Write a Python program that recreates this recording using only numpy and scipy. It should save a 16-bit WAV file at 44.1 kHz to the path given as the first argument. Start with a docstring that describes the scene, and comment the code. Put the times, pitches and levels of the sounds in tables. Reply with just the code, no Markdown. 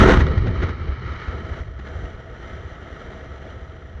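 """A ragged blast of free-fall wind roars at a helmet camera and dies within a quarter second as a
parachute opens. The filling canopy flutters, cracks and twice jerks taut. Eddies strike the microphone
as low thumps, thinning as the fall slows, and a steady airstream rings the resonances of the housing.
As the cloth spreads, air sounds a hollow in the gear; then the lines sing softly over a faint
flickering hiss."""
import sys
import numpy as np
from scipy.fft import rfft, irfft, next_fast_len
from scipy.io import wavfile
from scipy.ndimage import map_coordinates

SR = 44100
rng = np.random.default_rng(int(sys.argv[2]) if len(sys.argv) > 2 else 0)


def master_out(mix):
    """Clip the mix to full scale and print it as 16-bit PCM to the path in sys.argv[1]."""
    frames = np.transpose(np.atleast_2d(mix))
    ceiling = np.clip(frames, -1, 1)
    pcm = np.round(ceiling * 32767).astype(np.int16)
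    wavfile.write(sys.argv[1], SR, pcm)


N = 176400

# resonances of the housing, and one that the blast drives harder: centre_hz, width_hz, gain_db
HOUSING_MODES = [(206, 22, -16), (368.6, 36, -3), (422, 34, -19), (509, 41, -6.5), (647.3, 27, 1.5),
                 (894, 37, -6), (1150, 20, -12), (1302, 55, -3), (1447, 14, -1.5), (1716, 36, -6.5),
                 (1890, 51, 1), (2860, 55, -12)]
BLAST_MODES = [(363.5, 14, 1.5)]
# envelopes of the blast, the buffeting and the cavity tone: time_s, relative_level_db
BLAST_LEVEL = [(0, -9), (.06, -13.5), (.09, -9.5), (.14, -14.5), (.185, -23.5), (.205, -22), (.235, -36.5),
               (.4, -68)]
BUFFET_LEVEL = [(0, -3.5), (.07, -16.5), (.2, -11.5), (.3, -17), (.52, -18), (.59, -23.5), (.68, -22),
                (.75, -28.5), (.95, -31.5), (1.12, -28), (1.23, -34), (1.39, -30.5), (1.75, -33.5),
                (2.05, -32), (2.22, -35.5), (2.62, -34), (2.8, -37.5), (3.7, -36.5), (4.0, -35.5)]
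HOLLOW_LEVEL = [(.85, -57.5), (1.03, -63), (1.08, -54), (1.2, -54), (1.275, -44), (1.33, -44), (1.4, -60),
                (1.6, -70)]
# envelopes of the airstream's two bands: time_s, relative_rush_db, relative_hiss_db
STREAM_LEVELS = [(0, -36, -24.5), (.3, -25.5, -33.5), (.41, -35, -36.5), (.48, -24.5, -36.5),
                 (.57, -32.5, -35), (.64, -31, -32), (.76, -36.5, -38.5), (.88, -35, -37), (.98, -41, -40),
                 (1.08, -38.5, -35), (1.23, -42.5, -35.5), (1.35, -35, -38), (1.42, -36.5, -39),
                 (1.6, -37, -37.5), (1.64, -44.5, -44), (1.7, -47, -47.5), (1.82, -46.5, -46),
                 (1.87, -40.5, -41.5), (2.06, -39.5, -41), (2.15, -43, -44.5), (2.3, -43, -45.5),
                 (2.48, -41, -40.5), (2.78, -43.5, -44.5), (2.87, -41.5, -42), (3.15, -40, -41.5),
                 (3.3, -43, -44), (3.5, -41, -42.5), (3.68, -45, -46.5), (4.0, -47, -48.5)]
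# noise spectra ahead of the housing: frequency_hz, relative_density_db
BLAST_SPECTRUM = [(70, -20.5), (140, -3), (200, -0.5), (290, -3.5), (450, -3.5), (620, -13), (1000, -10.5),
                  (1290, -9), (1600, -11.5), (2000, -15), (2600, -25), (3000, -22.5), (3900, -26.5),
                  (4900, -38.5), (6000, -33), (7300, -45.5), (9300, -52), (11000, -64.5)]
BUFFET_SPECTRUM = [(12, -30), (25, -13), (42, -9), (68, 0.5), (95, -7), (130, -12), (200, -25.5),
                   (400, -36), (900, -103.5)]
CRACK_SPECTRUM = [(60, -9.5), (200, 4.5), (380, 3), (800, -12), (1350, -4), (2000, -9.5), (2600, -18.5),
                  (3800, -18.5), (5000, -30.5), (6500, -32), (8000, -59.5), (10000, -68.5)]
FLICKER_SPECTRUM = [(2500, -28), (4000, 3), (6000, 4), (7400, -19.5), (9000, -2), (11000, -31)]
# airstream spectra before and after the canopy spreads: frequency_hz, relative_density_db
RUSH_EARLY = [(70, -33), (150, 8.5), (220, 2), (290, 1), (360, 0.5), (480, -0.5), (560, -7.5), (680, -10.5),
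              (800, -11.5), (1100, -24), (2000, -76)]
RUSH_LATE = [(70, -21), (150, 3), (220, 0), (290, -1), (360, -1), (490, 1), (560, -4.5), (650, -2),
             (780, -6.5), (1000, -18.5), (2000, -54.5)]
HISS_EARLY = [(450, -31), (800, -11.5), (1050, -8.5), (1300, -0.5), (1500, -9.5), (1900, -7.5), (2250, -7),
              (2600, -23), (3080, -11.5), (3500, -25), (3900, -17), (4900, -29.5), (5900, -31), (7200, -45),
              (8200, -67.5), (11000, -69.5)]
HISS_LATE = [(450, -27), (800, -9), (1000, -10), (1300, 0), (1600, -4.5), (1950, -5), (2200, -9),
             (2600, -20), (3080, -10), (3550, -18.5), (4100, -19.5), (4500, -28.5), (5200, -31),
             (5900, -21.5), (6600, -34), (7200, -30.5), (8000, -62), (11000, -69.5)]
# big eddies striking the microphone: start_s, envelope_peak_db, pitch_hz
EDDY_THUMPS = [(.002, -2.5, 67), (.16, -7, 67), (0.327, -11.5, 56), (0.368, -4, 84.5), (.478, -15, 102),
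               (0.64, -9, 68.6), (0.664, -12.5, 68.5), (.806, -18.5, 76), (0.883, -13.5, 66),
               (0.912, -19.5, 65), (1.051, -20, 83), (1.278, -16.5, 65), (1.337, -22, 78.4),
               (1.44, -25, 76), (1.508, -18.5, 72), (1.598, -23, 64.6), (1.68, -27, 83), (1.755, -30.5, 55),
               (1.948, -26, 77.5), (2.031, -31, 69), (2.3, -32, 97), (2.521, -27, 78), (2.598, -38, 72),
               (2.646, -24, 78), (3.95, -27.5, 75)]
# flaps of the filling canopy: peak_s, level_db, rise_s, decay_s
CANOPY_CRACKS = [(0.094, -14, 0.011, 0.0097), (.174, -13.5, 0.0021, 0.0032), (0.206, -17, 0.0044, .012),
                 (0.268, -25, .009, 0.0074), (.32, -36, 0.0052, 0.0093), (0.38, -27.5, 0.0079, 0.0098),
                 (0.475, -27.5, 0.01, 0.018), (0.633, -22.5, .011, 0.012), (.693, -27, 0.0076, 0.009),
                 (1.123, -38.5, 0.0028, 0.013), (1.283, -29, 0.0026, 0.0072), (1.792, -32, 0.0014, 0.0089),
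                 (1.873, -35.5, 0.0066, 0.016)]
# pressure pulses as the cloth jerks fully taut: start_s, peak_db
CANOPY_SNAPS = [(0.0881, 0), (.632, -13.5)]
# whistles of the taut suspension lines: pitch_hz, half_width_hz, level_re_hiss_db
LINE_TONES = [(2080, 5.4, -17.5), (3700, 12, -33), (4920, 40, -33.5)]
# spectral shape of the stereo side signal: frequency_hz, gain_db
SIDE_SPECTRUM = [(150, -78), (400, -52.5), (750, -23), (1400, -22.5), (4000, -25), (7000, -28.5)]
# further gain on the side signal, falling as the air slows: time_s, gain_db
SIDE_FADE = [(0, -4.5), (.25, 2.5), (.7, -4), (1.3, -13), (1.7, -15), (2.3, -30)]

SPREAD_START_S, SPREAD_END_S = 1.08, 1.81  # the canopy spreads
FLUTTER_HZ, FLUTTER_DB, RIPPLE_HZ, RIPPLE_DB = 53.4, 0.52, 194.9, 1.15  # flapping cloth, finer ripple


def amp(db):
    """Amplitude ratio of a level in decibels."""
    return 10 ** (np.asarray(db) / 20)


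def unit(x):
    """Normalisation to an rms of 1."""
    return x / np.sqrt(np.mean(x ** 2) + 1e-20)


def gain_at(spectrum, hz):
    """Amplitude response, interpolated in decibels on a logarithmic frequency axis."""
    points_hz, points_db = np.transpose(spectrum)
    return amp(np.interp(np.log(hz + 1), np.log(points_hz + 1), points_db))


def curves(rows):
    """Linear interpolation, sample by sample, of each column after the time."""
    times_s, *columns = np.transpose(rows)
    return [np.interp(np.arange(N) / SR, times_s, column) for column in columns]


def wobble(rate_hz):
    """Smooth random modulation: a spline through rate_hz Gaussian values a second."""
    return map_coordinates(rng.standard_normal(4096), [np.arange(N) * rate_hz / SR], mode="mirror")


def pulse(u):
    """A smooth pulse that rises from 0, peaks at u = 1 and decays."""
    return (u * np.exp(1 - u)) ** 2


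def filtered(x, response):
    """Linear filtering: the spectrum of x is multiplied by a frequency response."""
    size = next_fast_len(N + SR // 2)
    return irfft(rfft(x, size) * response(np.fft.rfftfreq(size, 1 / SR)), size)[..., :N]


def ringing(x, modes):
    """Forced resonance: the responses of damped modes add to the sound that drives them."""
    def response(hz):
        return 1 + sum(amp(db) * 1j * hz * width / (centre ** 2 - hz ** 2 + 1j * hz * width)
                       for centre, width, db in modes)
    return filtered(x, response)


def turbulence(spectrum):
    """Random pressure of rms 1, coloured by its spectrum and by resonance in the housing."""
    noise = filtered(rng.standard_normal(N), lambda hz: gain_at(spectrum, hz))
    return unit(ringing(noise, HOUSING_MODES))


def free_fall_blast():
    """Turbulent noise falls with airspeed, so the ragged roar collapses as the canopy catches."""
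    level_db, = curves(BLAST_LEVEL)
    roughness = amp(2.3 * wobble(170))
    return amp(level_db) * unit(roughness * ringing(turbulence(BLAST_SPECTRUM), BLAST_MODES))


def buffeting():
    """Pressure fluctuations of eddies on the microphone make a rumble, mostly below 140 Hz."""
    level_db, = curves(BUFFET_LEVEL)
    unevenness = amp(0.14 * wobble(20))
    return amp(level_db - 1.63) * unit(unevenness * turbulence(BUFFET_SPECTRUM))


def airstream(rush_db, hiss_db, spread):
    """Amplitude modulation by the fluttering cloth is common to low rush, hiss and singing lines."""
    def crossfade(early, late):  # equal power
        return np.sqrt(1 - spread) * turbulence(early) + np.sqrt(spread) * turbulence(late)
    flutter = unit(amp(FLUTTER_DB * wobble(FLUTTER_HZ) + RIPPLE_DB * wobble(RIPPLE_HZ)))
    rush = amp(rush_db - 1.02 + 0.56 * wobble(29.4)) * crossfade(RUSH_EARLY, RUSH_LATE)
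    hiss_gain = amp(hiss_db - 2.5 + 0.12 * wobble(23.8))
    hiss = hiss_gain * (crossfade(HISS_EARLY, HISS_LATE) + spread * singing_lines())
    return flutter * (rush + hiss)


def eddy_thumps(rise_s=0.011):
    """Each big eddy is a pressure transient that swells and dies within a few low cycles."""
    out = np.zeros(N + SR)
    t = np.arange(SR // 5) / SR
    envelope = pulse(t / rise_s)
    for start_s, peak_db, pitch_hz in EDDY_THUMPS:
        out[round(start_s * SR):][:len(t)] += amp(peak_db) * envelope * np.sin(2 * np.pi * pitch_hz * t)
    return out[:N]


def canopy_cracks(roughness_db=3.5):
    """Accelerating cloth radiates: each flap is a noise burst with exponential rise and decay."""
    t = np.arange(N) / SR
    envelope = sum(amp(level_db) * np.exp(-np.maximum((peak_s - t) / rise_s, (t - peak_s) / decay_s))
                   for peak_s, level_db, rise_s, decay_s in CANOPY_CRACKS)
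    roughness = amp(roughness_db * np.tanh(wobble(320)))
    return envelope * unit(roughness * turbulence(CRACK_SPECTRUM))


def canopy_snaps(rise_s=0.0008):
    """Impulse excitation: cloth jerking taut sends out a pressure pulse that rings the housing."""
    t = np.arange(N) / SR
    pressure = sum(amp(peak_db) * pulse(np.maximum(t - start_s, 0) / rise_s)
                   for start_s, peak_db in CANOPY_SNAPS)
    return ringing(pressure, HOUSING_MODES)


def hollow_tone(pitch_hz=1315, wander_hz=19.4, jitter_hz=35):
    """Cavity tone: air crossing a hollow in the gear sounds a hoarse note that wanders with the flow."""
    level_db, = curves(HOLLOW_LEVEL)
    hz = pitch_hz + wander_hz * wobble(14) + jitter_hz * wobble(220)
    phase = 2 * np.pi * np.cumsum(hz) / SR
    hoarseness = amp(1.7 * wobble(90))
    return amp(level_db) * unit(hoarseness * np.sin(phase))


def singing_lines():
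    """Aeolian tones: air passing the taut cords whistles unsteadily in narrow bands of noise."""
    def whistle(pitch_hz, half_width_hz):
        noise = rng.standard_normal(N)
        return unit(filtered(noise, lambda hz: 1 / (1 + ((hz - pitch_hz) / half_width_hz) ** 2)))
    return sum(amp(db) * whistle(pitch_hz, half_width_hz) for pitch_hz, half_width_hz, db in LINE_TONES)


def treble_flicker(hiss_db, spread, offset_db=-34.5):
    """Random amplitude modulation: a faint high hiss flickers in grainy patches."""
    patches = amp(wobble(24) + 3 * wobble(310))
    return np.sqrt(spread) * amp(hiss_db + offset_db) * unit(patches * turbulence(FLICKER_SPECTRUM))


def scene():
    """Superposition at one microphone; a weak side signal leans the treble right in the fast air."""
    rush_db, hiss_db = curves(STREAM_LEVELS)
    spread, = curves([(SPREAD_START_S, 0), (SPREAD_END_S, 1)])
    mid = free_fall_blast() + buffeting() + airstream(rush_db, hiss_db, spread) + eddy_thumps()
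    mid += canopy_cracks() + canopy_snaps() + hollow_tone() + treble_flicker(hiss_db, spread)
    fade_db, = curves(SIDE_FADE)
    waver = 1 + 0.84 * wobble(60.7)
    side = amp(fade_db) * filtered(mid * waver, lambda hz: gain_at(SIDE_SPECTRUM, hz))
    return np.array([mid - side, mid + side])


def record(dry, ceiling=2.1, cutoff_hz=11200):
    """Soft saturation in the camera rounds the highest peaks; a low-pass filter limits the band."""
    rounded = dry / (1 + np.abs(dry / ceiling) ** 8) ** (1 / 8)
    return filtered(rounded, lambda hz: hz < cutoff_hz)


dry = scene()
out = record(dry)
master_out(out)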